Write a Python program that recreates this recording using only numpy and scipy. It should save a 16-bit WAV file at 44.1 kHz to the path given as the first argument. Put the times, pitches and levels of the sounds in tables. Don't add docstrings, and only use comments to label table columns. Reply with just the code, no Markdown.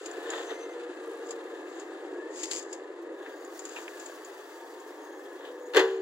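import sys
import numpy as np
from scipy import signal
from scipy.fft import rfft, irfft, next_fast_len
from scipy.io import wavfile
from scipy.ndimage import uniform_filter1d

SR = 44100
rng = np.random.default_rng(int(sys.argv[2]) if len(sys.argv) > 2 else 0)


def inscribe(sig):
    pcm = np.round(np.clip(np.atleast_2d(sig).T, -1, 1) * 32767)
    wavfile.write(sys.argv[1], SR, pcm.astype(np.int16))


N = 265041
TIME = np.arange(N) / SR
SIZE = next_fast_len(N, real=True)
FREQ = np.maximum(np.arange(SIZE // 2 + 1) * SR / SIZE, 1)

# (time [s], relative level [dB])
FINGER_SLIPS = [(.059, -29), (.112, -35), (.3027, -28.5), (1.307, -27), (1.7973, -37), (2.4333, -20.5),
                (2.4544, -33), (2.5117, -22), (2.5334, -28), (2.7282, -28.5), (3.4476, -40), (3.5923, -31),
                (3.6521, -31), (3.691, -40), (3.997, -36.5), (4.0602, -35), (4.248, -34.5), (4.799, -44.5)]
# (time [s], relative level [dB])
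BUCKET_BLOWS = [(5.736, -25), (5.7465, -16), (5.762, -17.5), (5.768, -7.5), (5.777, -24.5), (5.7935, -14.5),
                (5.81, -35)]


def from_db(db):
    return 10 ** (np.asarray(db) / 20)


def rms_one(x):
    return x / np.sqrt(np.mean(x ** 2) + 1e-20)


def gains(points):
    hz, db = np.transpose(points)
    return from_db(np.interp(np.log(FREQ), np.log(hz), db))


def colour(x, spectrum):
    skirts = np.minimum(1, FREQ / spectrum[0][0]) ** 2 * np.minimum(1, spectrum[-1][0] / FREQ) ** 2
    return irfft(rfft(x, SIZE) * gains(spectrum) * skirts, SIZE)[..., :N]


def noise():
    return rng.standard_normal((2, N))


def drift(corner_hz):
    return rms_one(irfft(rfft(rng.standard_normal(SIZE)) / (1 + (FREQ / corner_hz) ** 2) ** 2, SIZE)[:N])


def ring(force, hz, t60):
    radius, angle = from_db(-60 / (t60 * SR)), 2 * np.pi * hz / SR
    return signal.lfilter([0, np.sin(angle)], [1, -2 * radius * np.cos(angle), radius ** 2], force + 1e-18)


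def strikes(rows):
    s, db = np.transpose(rows)
    clicks = np.zeros(N)
    clicks[np.round(s * SR).astype(int)] = from_db(db)
    return clicks


def fade(clicks, t60):
    return signal.lfilter([1], [1, -from_db(-60 / (t60 * SR))], clicks + 1e-18)


def bells(rows):
    return np.array([height * np.exp(-np.minimum(2 * ((TIME - s) / width) ** 2, 20))
                     for s, width, height in rows])


def swells(rows):
    return np.linalg.norm(bells([(s, width, from_db(db)) for s, width, db in rows]), axis=0)


def grains(per_s, spread_db):
    sizes = from_db(spread_db * np.minimum(rng.exponential(1, (2, N)), 4))
    return sizes * rng.choice([-1, 1], (2, N)) * (rng.random((2, N)) < per_s / SR)


def hiss(strength, spectrum, flutter_db):
    return rms_one(colour(noise(), spectrum)) * strength * from_db(flutter_db * drift(60))


def glide(row, jitter, flutter_db, edge_s=0.067):
    start, end, first_hz, last_hz, db = row
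    hz = np.interp(TIME, [start, end], [first_hz, last_hz])
    gate = np.clip(np.minimum(TIME - start, end - TIME) / edge_s, 0, 1)
    phase = 2 * np.pi * np.cumsum(hz * (1 + jitter * drift(56.2))) / SR
    return np.sqrt(2) * gate * from_db(db + flutter_db * drift(38)) * np.sin(phase)


def echoes(x, share=0.2, sway_ms=0.21):
    out = x
    for delay_ms in (2.3, 4.1, 6.7):
        late = TIME - (delay_ms + sway_ms * drift(.7)) / 1000
        out = out + share * np.array([np.interp(late, TIME, stream) for stream in x])
    return out / np.sqrt(1 + 3 * share ** 2)


def engine(turned, load, firing_hz=87.2, exhaust_shadow_db=6.5, block_shadow_db=2, load_clatter_db=2):
    # (frequency [Hz], level [dB])
    exhaust_spectrum = [(200, -5), (280, -1.5), (340, 5.5), (420, 2), (520, -1.5), (620, -10), (800, -29),
                        (1500, -71)]
    block_spectrum = [(400, -2), (650, 1.5), (950, -0.5), (1100, -0.5), (1250, -2.5), (1430, -15),
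                      (1700, -0.5), (1950, -7.5), (2250, -17.5), (3500, -66)]
    cylinder_db = [0.97, 0.11, -.6, -0.46, 0.95, -1.1]
    # (time [s], width [s], gain [dB])
    surges = [(2.18, 0.18, 4), (3.1, 0.12, 4), (5.35, 1, 4)]
    count = np.floor(np.cumsum(firing_hz * (1 + .035 * drift(12))) / SR).astype(int)
    firing_db = np.array(cylinder_db)[count % len(cylinder_db)] + 0.1 * drift(130)
    firings = np.diff(count, prepend=0) * from_db(firing_db)
    puffs = rms_one(colour(noise() * fade(firings, t60=0.077), exhaust_spectrum))
    exhaust = puffs + 0.14 * rms_one(colour(firings, exhaust_spectrum))
    exhaust = exhaust / np.sqrt(uniform_filter1d(exhaust ** 2, size=SR // 8, axis=1))
    block = rms_one(echoes(colour(noise() * fade(firings, t60=0.15), block_spectrum)))
    exhaust_db = -41.5 - exhaust_shadow_db * turned ** 4.8 + bells(surges).sum(axis=0)
    block_db = -50 - block_shadow_db * turned + load_clatter_db * load
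    return from_db(exhaust_db) * exhaust + from_db(block_db) * block


def hydraulics(sag_db_per_s=5.0, closing_s=0.28):
    # (start [s], end [s], opening time [s], relative hiss level [dB])
    strokes = [(0, 0.505, 0.12, -70.5), (0.924, 1.9, 0.29, -77.5), (1.95, 2.677, 0.15, -103),
               (3.12, 5.75, 0.79, -65)]
    load, oil = 0, 0
    for start, end, opening_s, db in strokes:
        opened = np.clip((TIME - start) / opening_s, 0, 1) ** 0.62
        sag = from_db(-sag_db_per_s * np.maximum(TIME - start - opening_s, 0))
        stroke = opened * sag * np.exp(-np.maximum(TIME - end, 0) / closing_s)
        load = np.maximum(load, stroke)
        oil = oil + from_db(db) * stroke
    return load, oil


def flows(turned, oil, air_shadow_db=9.5, pipe_gain_db=6.5):
    # (frequency [Hz], level [dB])
    rush_spectrum = [(1500, 14.5), (2300, -1.5), (2650, 5.5), (3050, 1.5), (3550, 4.5), (4100, 0.5),
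                     (4600, -1), (5800, -10), (6900, 1), (8200, -8), (10000, -12), (15000, -44)]
    oil_spectrum = [(3000, -9), (5000, -1), (7000, 0.5), (8500, -6), (10000, -4.5), (11500, -9),
                    (13000, -6.5), (15500, -4.5)]
    # (time [s], width [s], relative level [dB])
    pour = [(.3, 0.81, -55.5)]
    spurts = [(3.03, 0.022, -73), (3.56, 0.046, -60)]
    air = from_db(-57 - air_shadow_db * turned)
    leak = from_db(-86)
    rush = from_db(2) * np.linalg.norm([air, from_db(pipe_gain_db) * oil, swells(pour)], axis=0)
    valves = from_db(4) * np.linalg.norm([oil + leak, swells(spurts)], axis=0)
    return hiss(rush, rush_spectrum, flutter_db=1.38) + hiss(valves, oil_spectrum, flutter_db=1.5)


def pump_whine():
    # (start [s], end [s], first frequency [Hz], last frequency [Hz], level [dB])
    whines = [(.1, .72, 459, 462, -46), (.7, .92, 478, 480, -42), (.98, 1.58, 460, 469, -45),
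              (5.42, 5.8, 497, 486, -46), (0, .74, 695, 695, -55), (4.42, 5.2, 905, 940, -58.5),
              (.48, .78, 2065, 2110, -60), (0, .62, 1722, 1725, -59), (.75, 1.95, 1658, 1622, -62),
              (2.13, 2.35, 1610, 1850, -53), (3.14, 3.42, 1655, 1630, -59), (3.74, 4.17, 1735, 1675, -59),
              (4.75, 5.7, 1745, 1680, -63)]
    return sum(glide(row, jitter=.009, flutter_db=3) for row in whines)


def fingers(cavity_hz=7100, small_slips_per_s=14):
    # (time [s], width [s], level [dB])
    rubs = [(.05, 0.062, -56.5), (.38, .14, -55), (1.29, 0.071, -58.5), (1.77, 0.15, -63.5),
            (2.42, 0.1, -44.5), (2.555, 0.088, -42), (2.72, 0.093, -60.5), (3.74, 0.18, -56.5),
            (4.04, 0.086, -59)]
    # (frequency [Hz], level [dB])
    rub_spectrum = [(800, -27), (1800, -7.5), (3600, -6.5), (4200, -8.5), (4850, 0.5), (5900, -8),
                    (6600, 5.5), (7100, 6.5), (7700, 1), (8400, -13), (9600, -10.5), (11000, -27),
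                    (15500, -24)]
    rubbing = swells(rubs)
    small_slips = from_db(10) * rubbing * (rng.random(N) < small_slips_per_s / SR)
    contact = np.hanning(SR // 200) / (SR // 400)
    slips = np.convolve(strikes(FINGER_SLIPS) + small_slips, contact, "same")
    cavity = rms_one(colour(ring(noise(), cavity_hz, t60=0.012), rub_spectrum))
    friction = rms_one(colour(grains(9000, spread_db=4.5), rub_spectrum))
    ticks = from_db(-9) * fade(slips, t60=0.037) * cavity
    scuffing = from_db(-14) * fade(slips, t60=0.067)
    return ticks + friction * (rubbing + scuffing)


def housing():
    # (frequency [Hz], level [dB])
    thump_spectrum = [(30, 5), (120, 6), (300, 10), (600, -14)]
    rumble_spectrum = [(25, 1), (70, -6.5), (170, 0.5), (300, -1)]
    nudges = from_db(-38) * fade(strikes(FINGER_SLIPS), t60=0.031)
    shock = from_db(-52) * fade(strikes(BUCKET_BLOWS), t60=0.14)
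    thumps = (nudges + shock) * rms_one(colour(noise(), thump_spectrum))
    return thumps + from_db(-88) * rms_one(colour(noise(), rumble_spectrum))


def soil(ring_cycles=11.5):
    # (time [s], width [s], level [dB])
    slides = [(.35, 0.12, -39), (.51, 0.031, -40.5), (1.79, 0.084, -53), (3.27, 0.13, -53),
              (3.78, 0.055, -46), (5.45, 0.11, -51)]
    # (frequency [Hz], level [dB])
    slide_spectrum = [(250, -27), (450, 17), (900, 13), (1400, 8.5), (1800, 13.5), (2300, -5), (3600, 5.5),
                      (5500, -21.5), (7000, -6), (9000, -28), (15000, -25)]
    # (time [s], level [dB], pitch [Hz], crumbling t60 [s])
    clods = [(.178, -33, 447, .04), (.287, -27.5, 380, 0.036), (.335, -33, 1680, 0.021),
             (.378, -42, 3460, 0.035), (0.507, -44, 3550, 0.03), (.516, -26, 474, 0.059),
             (2.512, -36, 4330, 0.083), (3.261, -44.5, 1660, 0.11), (3.762, -42.5, 2550, 0.12),
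             (3.8795, -33, 2284, .019), (5.451, -54, 3260, 0.19)]
    sliding = swells(slides) * rms_one(colour(grains(3500, spread_db=3.5), slide_spectrum))
    knocks = 0
    for s, db, hz, crumble_t60 in clods:
        crumbling = fade(strikes([(s, db)]), crumble_t60)
        force = uniform_filter1d(crumbling, size=int(SR / hz))
        knocks = knocks + force * rms_one(ring(noise(), hz, ring_cycles / hz))
    return sliding + knocks


def pin_squeal():
    # (start [s], end [s], first frequency [Hz], last frequency [Hz], level [dB])
    squeals = [(.43, .6, 6235, 6150, -58), (.575, .675, 6280, 6185, -57), (.68, .76, 6230, 6260, -66)]
    return sum(glide(row, jitter=.004, flutter_db=2.5, edge_s=0.047) for row in squeals)


def cab_turn():
    # (time [s], angle [degrees])
    swing = [(.8, 12), (1.7, 17), (3.0, 64), (4.4, 90)]
    s, degrees = np.transpose(swing)
    return np.interp(TIME, s, degrees) / 90


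def chatter(beats_per_s=52, centre_hz=9300):
    # (time [s], width [s], level [dB])
    bursts = [(1.11, 0.15, -68.5)]
    # (frequency [Hz], level [dB])
    spectrum = [(7000, -12), (centre_hz, 0), (11000, -10), (15000, -16)]
    beats = np.diff(np.floor(TIME * beats_per_s), prepend=0)
    return swells(bursts) * rms_one(colour(noise() * fade(beats, t60=0.028), spectrum))


def valve_whistle(width_hz=220):
    # (start [s], end [s], first frequency [Hz], last frequency [Hz], relative level [dB])
    whistles = [(3.22, 4.8, 4690, 4635, -71), (3.2, 4.3, 6600, 6850, -68.5), (4.97, 5.22, 6480, 6680, -65),
                (5.55, 6.1, 6820, 6880, -66), (4.15, 5.7, 3325, 3310, -73)]
    return from_db(-2) * sum(glide(row, jitter=.0061, flutter_db=2.5) * drift(width_hz) for row in whistles)


def bucket(detune=0.00189):
    # (frequency [Hz], relative level [dB], t60 [s])
    modes = [(383, -16, 1.6), (451, -14, .8), (461, -21, .5), (921, -22, .3), (1009, -21, .35),
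             (1696, -18, .2), (1998, -21, .22), (3596, -23, .14), (305, -22, .25), (338, -17, .2),
             (537, -28, .5), (724, -29, .4), (764, -31, .45), (808, -30, .6), (1136, -26, .4),
             (1240, -26, .2), (1427, -28, .3), (1496, -26, .35), (1530, -24, .25), (1620, -26, .25),
             (1797, -21, .2), (1860, -23, .2), (2616, -33, .22), (2853, -28, .15), (3472, -32, .25),
             (4210, -24, .15)]
    # (frequency [Hz], level [dB])
    crunch_spectrum = [(140, -64), (230, -43), (300, -7), (467, 4.5), (642, -12.5), (1350, -13.5),
                       (1730, -6), (2260, -22), (3510, -16.5), (3770, -26), (4190, -20.5), (5760, -33),
                       (6880, -25), (8060, -40.5), (15800, -48)]
    blows, shell = strikes(BUCKET_BLOWS), 0
    for hz, db, t60 in modes:
        energy = uniform_filter1d(fade(blows ** 2, t60 / 2), size=SR // 500).clip(0)
        phase = 2 * np.pi * (np.cumsum(hz * (1 + detune * drift(31.3))) / SR + rng.random())
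        shell = shell + from_db(db - 1) * np.sqrt(energy) * np.sin(phase)
    crushing = from_db(-8) * fade(blows, t60=0.091)
    buzzing = from_db(-29) * fade(blows, t60=0.62)
    grit = rms_one(colour(grains(9000, spread_db=1.5), crunch_spectrum))
    direct, scattered = (crushing + buzzing) * grit
    return shell + direct, scattered


def ports(direct, scattered, pan_db=0):
    # (frequency [Hz], gain [dB])
    balance = [(300, 1.5), (600, .5), (1200, 2), (2400, 9), (4400, 7.5), (8000, -1.5), (14000, -9.5)]
    gradient = [(300, -40), (700, -10), (1500, -27), (2300, 2.5), (3200, 0), (4600, -14), (7000, -4.5),
                (10000, -4.5), (15000, -4.5)]
    diffuse = [(300, -22.5), (600, -12.5), (1200, -7), (2300, -2.5), (5000, -3.5), (10000, -5)]
    ratio = gains(balance) * from_db(pan_db)
    across = (ratio - 1) / (ratio + 1) - 1j * gains(gradient)
    side = irfft(rfft(direct, SIZE) * across + rfft(scattered, SIZE) * gains(diffuse), SIZE)[:N]
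    return np.array([direct + side, direct - side])


def wind_filter(x, cutoff_hz=292.2, leak_db=-48):
    highpass = signal.butter(12, cutoff_hz, "high", fs=SR, output="sos")
    return signal.sosfilt(highpass, x) + from_db(leak_db) * x


def scene():
    turned = cab_turn()
    load, oil = hydraulics()
    tones = pump_whine() + valve_whistle() + pin_squeal()
    noises = engine(turned, load) + echoes(flows(turned, oil)) + soil() + chatter()
    machine = ports(*noises, pan_db=-0.5) + ports(tones, np.zeros(N), pan_db=0.5) + ports(*bucket())
    hand = ports(*fingers(), pan_db=9.5)
    return wind_filter(machine + hand) + housing()


def record(dry, cutoff_hz=15850):
    return signal.sosfilt(signal.ellip(12, .2, 80, cutoff_hz, fs=SR, output="sos"), dry)


dry = scene()
out = record(dry)
inscribe(out)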